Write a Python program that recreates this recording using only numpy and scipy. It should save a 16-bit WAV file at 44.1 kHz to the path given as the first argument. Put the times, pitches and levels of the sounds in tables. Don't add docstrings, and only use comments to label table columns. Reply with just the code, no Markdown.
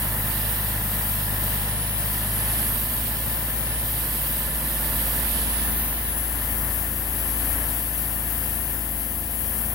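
import sys
import numpy as np
from scipy import signal
from scipy.fft import rfft, irfft, next_fast_len
from scipy.io import wavfile
from scipy.ndimage import uniform_filter1d, map_coordinates

SR = 44100
rng = np.random.default_rng(int(sys.argv[2]) if len(sys.argv) > 2 else 0)


def inscribe(sig):
    pcm = np.round(np.clip(np.atleast_2d(sig).T, -1, 1) * 32767)
    wavfile.write(sys.argv[1], SR, pcm.astype(np.int16))


def rack_gain(trim_db):
    fader = np.asarray(trim_db, float)
    return 10 ** (fader / 20)


N = 429534
SIZE = next_fast_len(N)
HZ = np.maximum(np.arange(SIZE // 2 + 1) * SR / SIZE, 1)
SECONDS = np.arange(N) / SR
LEFT_RIGHT = np.array([[1], [-1]])


def rms_one(x):
    return x / np.sqrt(np.mean(x ** 2) + 1e-20)


def in_time(rows):
    s, *columns = np.transpose(rows)
    return [np.interp(SECONDS, s, column) for column in columns]


def at_hz(points):
    hz, value = np.transpose(points)
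    return np.interp(np.log(HZ), np.log(hz), value)


def coloured(x, gain):
    return irfft(rfft(x, SIZE) * gain, SIZE)[..., :N]


def drift(rate, size=N):
    r = np.exp(-400 * np.pi * rate / SR)
    noise = rng.standard_normal(N // 200 + 502)
    slow = signal.lfilter([1], [1, -2 * r, r * r], noise)[500:]
    return np.interp(np.linspace(0, N / 200, size), np.arange(len(slow)), rms_one(slow))


def two_ports(near, other, swayed=None):
    # f/Hz, likeness (0-1)
    likeness = [(60, .9), (130, .88), (300, .96), (1000, .86), (1500, .55), (3000, .55), (5200, .72),
                (6500, .5), (8500, .8), (9600, .35), (11000, .86), (15500, .8)]
    # f/Hz, left leads/rad
    lead = [(30, 0.5), (1000, -0.2), (1750, -0.7), (2400, -1.16), (3400, -3.6), (5000, -6.5), (6400, -5.8),
            (8800, -5.8), (9500, -7), (10000, -9.7), (11000, -10.3), (12700, -13.4), (13300, -11.2),
            (14500, -12.7), (15800, -13)]
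    alike = np.clip(at_hz(likeness), 0, 1)
    gain = alike * np.exp(-1j * at_hz(lead))
    shared = coloured(near, gain)
    if swayed is not None:
        short = coloured(near, gain / (1 + (4300 / HZ) ** 8))
        shared += map_coordinates(short, [np.arange(N) - swayed], order=5, mode="mirror") - short
    return np.array([near, shared + coloured(other, np.sqrt(1 - alike ** 2))])


def exhaust(cycles, firing_db, second_db, swell_db):
    # multiple of the engine cycle, loaded level/dB, easing level/dB, eased level/dB
    order_db = [(4, -56, -60, -59), (7, -70, -51, -73), (9, -68, -71, -52), (14, -67, -55, -56),
                (15, -48, -56, -49), (16, -64, -45, -58), (17, -49, -59, -65), (18, -44, -57, -60),
                (20, -54, -61, -54), (22, -53, -57, -62), (23, -52, -60, -60), (24, -46, -47, -48),
                (26, -51, -50, -52), (27, -55, -72, -61), (28, -58, -54, -57), (33, -62, -60, -55),
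                (36, -57, -52, -50), (46, -63, -60, -56), (54, -58, -63, -70), (58, -72, -55, -58),
                (60, -74, -54, -62), (69, -56, -58, -69), (70, -73, -55, -68), (75, -70, -62, -54),
                (79, -56, -61, -64), (95, -55, -63, -64)]
    high_order_db = [(111, -74, -58, -65), (112, -62, -57, -76), (113, -57, -73, -63)]
    # f/Hz, loaded level/dB, easing level/dB, eased level/dB
    pump_db = [
        (281, -64, -57, -51),
        (819, -57, -70, -70),
        (891, -55, -54, -62),
    ]
    load_steps_s = [
        2.1,
        2.9,
        5.0,
        5.8,
    ]

    coarse = 16
    cycles, swell_db = cycles[::coarse], swell_db[::coarse]
    s = SECONDS[::coarse]
    twist = np.interp(s, [4, 6], [-1.8, -5.2])

    out = rack_gain(firing_db[::coarse]) * np.cos(12 * np.pi * cycles + .06 * LEFT_RIGHT)
    out += rack_gain(second_db[::coarse]) * np.cos(24 * np.pi * cycles + twist + 0.073 * LEFT_RIGHT)

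    strong = np.array(order_db)[:, 0]
    faint = [(order, *rng.normal(-65, 3.5, size=3)) for order in range(21, 94, 3) if order not in strong]
    lines = []
    for order, *levels in order_db + faint + high_order_db:
        if order % 6 == 0:
            start = (order / 6 - 1) * twist / 2 / np.pi
        else:
            start = rng.random()
        lines.append((order * cycles + start, levels))
    lines += [(hz * s, levels) for hz, *levels in pump_db]

    for turns, (loaded_db, easing_db, eased_db) in lines:
        level_db = np.interp(s, load_steps_s, [loaded_db, easing_db, easing_db, eased_db])
        level_db += .6 + .7 * swell_db + 1.5 * drift(.8, size=len(s))
        out += rack_gain(level_db) * np.cos(2 * np.pi * turns + 0.086 * rng.standard_normal() * LEFT_RIGHT)
    return np.sqrt(2) * signal.resample_poly(out, coarse, 1, axis=1)[:, :N]


def knock(cycles, repeat):
    cylinder_db = [-1.5, -5.5, -2, 0, 0, -4.5]
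    within = cycles % 1
    strength = rack_gain(np.array(cylinder_db))[(6 * within).astype(int)]
    burst = 1.17 + strength * np.exp(-2.2 * (6 * within % 1))
    rattle = rng.standard_normal(1024)[(1024 * within).astype(int)]
    fresh = rng.standard_normal(N)
    return rms_one(burst * (repeat * rattle + np.sqrt(1 - repeat ** 2) * fresh))


def roar(cycles, roar_db):
    # f/Hz, level/dB per Hz
    spectrum = [(25, -20), (45, -7.5), (80, -0.5), (130, -1), (200, -4), (270, -5), (390, -13), (550, -9.5),
                (900, -12.5), (1100, -11.5), (1450, -12.5), (2000, -12.5), (2400, -22.5), (3000, -51)]
    # f/Hz, width/Hz, level/dB
    block = [
        (540, 12, -3.5),
        (680, 220, 2.5),
        (884, 63, 1.5),
        (988, 88, 4),
        (1745, 180, 8.5),
        (1890, 65, 2),
    ]
    # f/Hz, left over right/dB
    roar_tilt = [(60, 9.5), (300, -2), (800, -2.5), (1200, 0.5), (2500, -1.5)]
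    peaks_db = sum(db / (1 + (2 * (HZ - hz) / width) ** 2) for hz, width, db in block)
    knocking = 1 / (1 + (950 / HZ) ** 4)
    paths = []
    for _ in range(2):
        clatter = coloured(knock(cycles, repeat=0.5), np.sqrt(knocking))
        rumble = coloured(rng.standard_normal(N), np.sqrt(1 - knocking))
        paths.append(clatter + rumble)
    tilt_db = at_hz(roar_tilt) / 2 * LEFT_RIGHT
    pair = coloured(two_ports(*paths), rack_gain(at_hz(spectrum) + peaks_db + tilt_db))
    return rack_gain(roar_db + 1.5 + 0.47 * drift(5.4)) * rms_one(pair)


def air_hiss(swell_db):
    # t/s, extra delay at the right port/us
    sway = [(0, 1), (1.55, 6), (1.9, 40), (2.22, -17), (2.55, -23), (2.8, -6), (3.27, 10.5), (3.54, 13),
            (3.74, 34), (3.94, -14), (4.3, -3), (4.5, -17), (5.14, -2), (5.9, -64), (6.55, 4), (7.5, -17),
            (8.34, -1), (9.5, -7)]
    # t/s, turned away (0-1)
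    turn = [(0, .1), (.5, 0), (1.0, 0.23), (1.3, 0.05), (1.7, 0.37), (2.6, 0), (3.15, .1), (3.55, 0.37),
            (3.9, 0), (4.55, 0.17), (4.95, 0), (5.7, 0.1), (6.1, 0.66), (6.6, 0.9), (7.3, 0.87),
            (8.0, 0.97), (9.74, 1.15)]
    # t/s, share
    shading = [
        (0, -.3),
        (.9, 0.72),
        (2.1, 0.83),
        (2.75, -1.4),
        (3.5, 1.2),
        (4.0, -.7),
        (5.9, -0.72),
        (6.6, 1.7),
        (8.7, 2),
        (9.74, 1.5),
    ]
    # f/Hz, level/dB per Hz
    left_facing = [(2300, -6.1), (3150, -7.0), (3700, -18.5), (5000, -15.3), (6500, -11.9), (8300, -9.5),
                   (9600, -3.8), (10300, 3.6), (11500, 10.4), (12400, 6.4), (13000, 0.9), (13600, 5.0),
                   (14400, 6.8), (15700, 6.8)]
    left_turned = [(2300, -8.1), (3200, -5.0), (3750, -19), (5000, -15.3), (6500, -13.1), (8300, -9.0),
                   (9400, -7.5), (10300, 8.1), (11500, 11.4), (12400, 8.5), (13000, 1.7), (13550, -3.5),
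                   (14400, 3.7), (15300, 9.0)]
    right_facing = [(2300, -3.0), (3000, 1.1), (4000, -2.3), (5400, -6.1), (6100, -12.6), (7500, -10.1),
                    (8300, -2.4), (9500, 5.1), (10400, 7.0), (11500, 4.9), (13000, 3.5), (14200, 3.1),
                    (15200, 1.9), (15700, -1.6)]
    right_turned = [(2300, -7.3), (3000, -3.1), (4000, -8.5), (5400, -11.3), (6100, -15.3), (7500, -14.1),
                    (8300, -8), (9500, -2.0), (10400, 0.0), (11500, -4.2), (13000, -4.7), (14200, -5.1),
                    (15200, -6.8), (15700, -14)]

    (turned,), (dulling,) = in_time(turn), in_time(shading)
    follow_db = .65 * swell_db
    left_db = -22.5 + 2.5 * turned + follow_db
    right_db = -25 - 9 * turned + follow_db
    turned = np.clip(turned, -.3, 1.2)
    swayed = in_time(sway)[0] * SR / 820000.0
    left, right = two_ports(*rng.standard_normal((2, N)), swayed=swayed)
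    low_cut = 1 / np.sqrt(1 + (2200 / HZ) ** 12)
    ports = [(left, left_db, left_facing, left_turned), (right, right_db, right_facing, right_turned)]
    out = []
    for x, level_db, facing, away in ports:
        before = rms_one(coloured(x, low_cut * rack_gain(at_hz(facing))))
        after = rms_one(coloured(x, low_cut * rack_gain(at_hz(away))))
        blend = (1 - turned) * before + turned * after
        out.append(rack_gain(level_db + 0.72 * drift(3.9)) * blend)
    top = coloured(out[1], 1 / (1 + (12800 / HZ) ** 10))
    out[1] = out[1] + (rack_gain(-3.0 * (dulling - turned)) - 1) * top
    return np.array(out)


def far_engine():
    # t/s, f/Hz, level/dB
    far = [
        (3.6, 67.1, -57),
        (4.4, 63.2, -54),
        (5.2, 70, -44),
        (5.6, 74.57, -41),
        (6.4, 81.1, -45),
        (7.2, 84.1, -43),
        (8.0, 83.6, -45),
        (8.8, 81.1, -44),
        (9.6, 77.5, -43),
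    ]
    hz, level_db = in_time(far)
    fade = np.clip((SECONDS - far[0][0]) / .4, 0, 1)
    return np.sqrt(2) * fade * rack_gain(level_db) * np.sin(2 * np.pi * np.cumsum(hz) / SR)


def scene():
    # t/s, level/dB
    nearness = [(0, -36.5), (1.2, -38), (1.45, -37), (1.92, -39.3), (2.5, -37), (2.9, -39.5), (3.7, -39),
                (4.65, -39), (5.0, -36.8), (5.8, -37.5), (6.05, -40), (6.65, -38), (7.0, -40.5),
                (7.62, -37.5), (7.82, -41.5), (8.4, -40.5), (9.25, -43.8), (9.74, -41)]
    # t/s, firing rate f/Hz
    speed = [(0.0, 52.39), (0.4, 52.1), (0.8, 51.65), (1.4, 51.3), (2.2, 51.9), (2.4, 52.96), (2.6, 53.65),
             (3.1, 54.28), (3.6, 54.01), (4.2, 54.28), (6.6, 54.91), (8.4, 54.88), (9.0, 54.57),
             (9.6, 54.98)]
    # t/s, level over loudness/dB
    second = [(0, 2.5), (1.4, 3), (2.3, 3.5), (2.7, 0.5), (4.0, -0.5), (4.25, -10), (5.5, -19), (6.2, -6),
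              (8.6, -3.5), (8.95, -9), (9.6, -2)]
    near_db, = in_time(nearness)
    firing_db = near_db + 4.9 + 0.29 * SECONDS
    second_db = near_db + in_time(second)[0]
    cycles = np.cumsum(in_time(speed)[0]) / SR / 6 + .92
    swell_db = near_db - uniform_filter1d(near_db, size=3 * SR, mode="nearest")
    hum = exhaust(cycles, firing_db, second_db, swell_db) + far_engine()
    return hum * rack_gain(.2 * LEFT_RIGHT) + roar(cycles, near_db + 1.17) + air_hiss(swell_db)


def thinned(x):
    # f/Hz, share of narrow bands dropped
    dropouts = [(1500, 0), (3000, .02), (4500, .1), (6500, .12), (8500, .05), (10500, .01), (15000, .01)]
    hz, _, cells = signal.stft(x, SR, nperseg=2048)
    share = np.interp(hz, *np.transpose(dropouts))[:, None]
    lots = rng.random((2, len(hz) // 8 + 1, cells.shape[2] // 2 + 1))
    lots = lots.repeat(8, axis=1).repeat(2, axis=2)
    kept = lots[:, :len(hz), :cells.shape[2]] > share
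    usual = uniform_filter1d(uniform_filter1d(abs(cells), size=16, axis=1), size=5, axis=2)
    kept &= (abs(cells) > .6 * usual) | (hz[:, None] < 1400)
    below_cut = hz[:, None] < 15830
    return signal.istft(cells * kept * below_cut, SR, nperseg=2048)[1][:, :N]


def top_cut(x):
    return signal.sosfilt(signal.butter(12, 16240, fs=SR, output="sos"), x)


def record(dry):
    mix = thinned(dry)
    return top_cut(mix)


dry = scene()
out = record(dry)
inscribe(out)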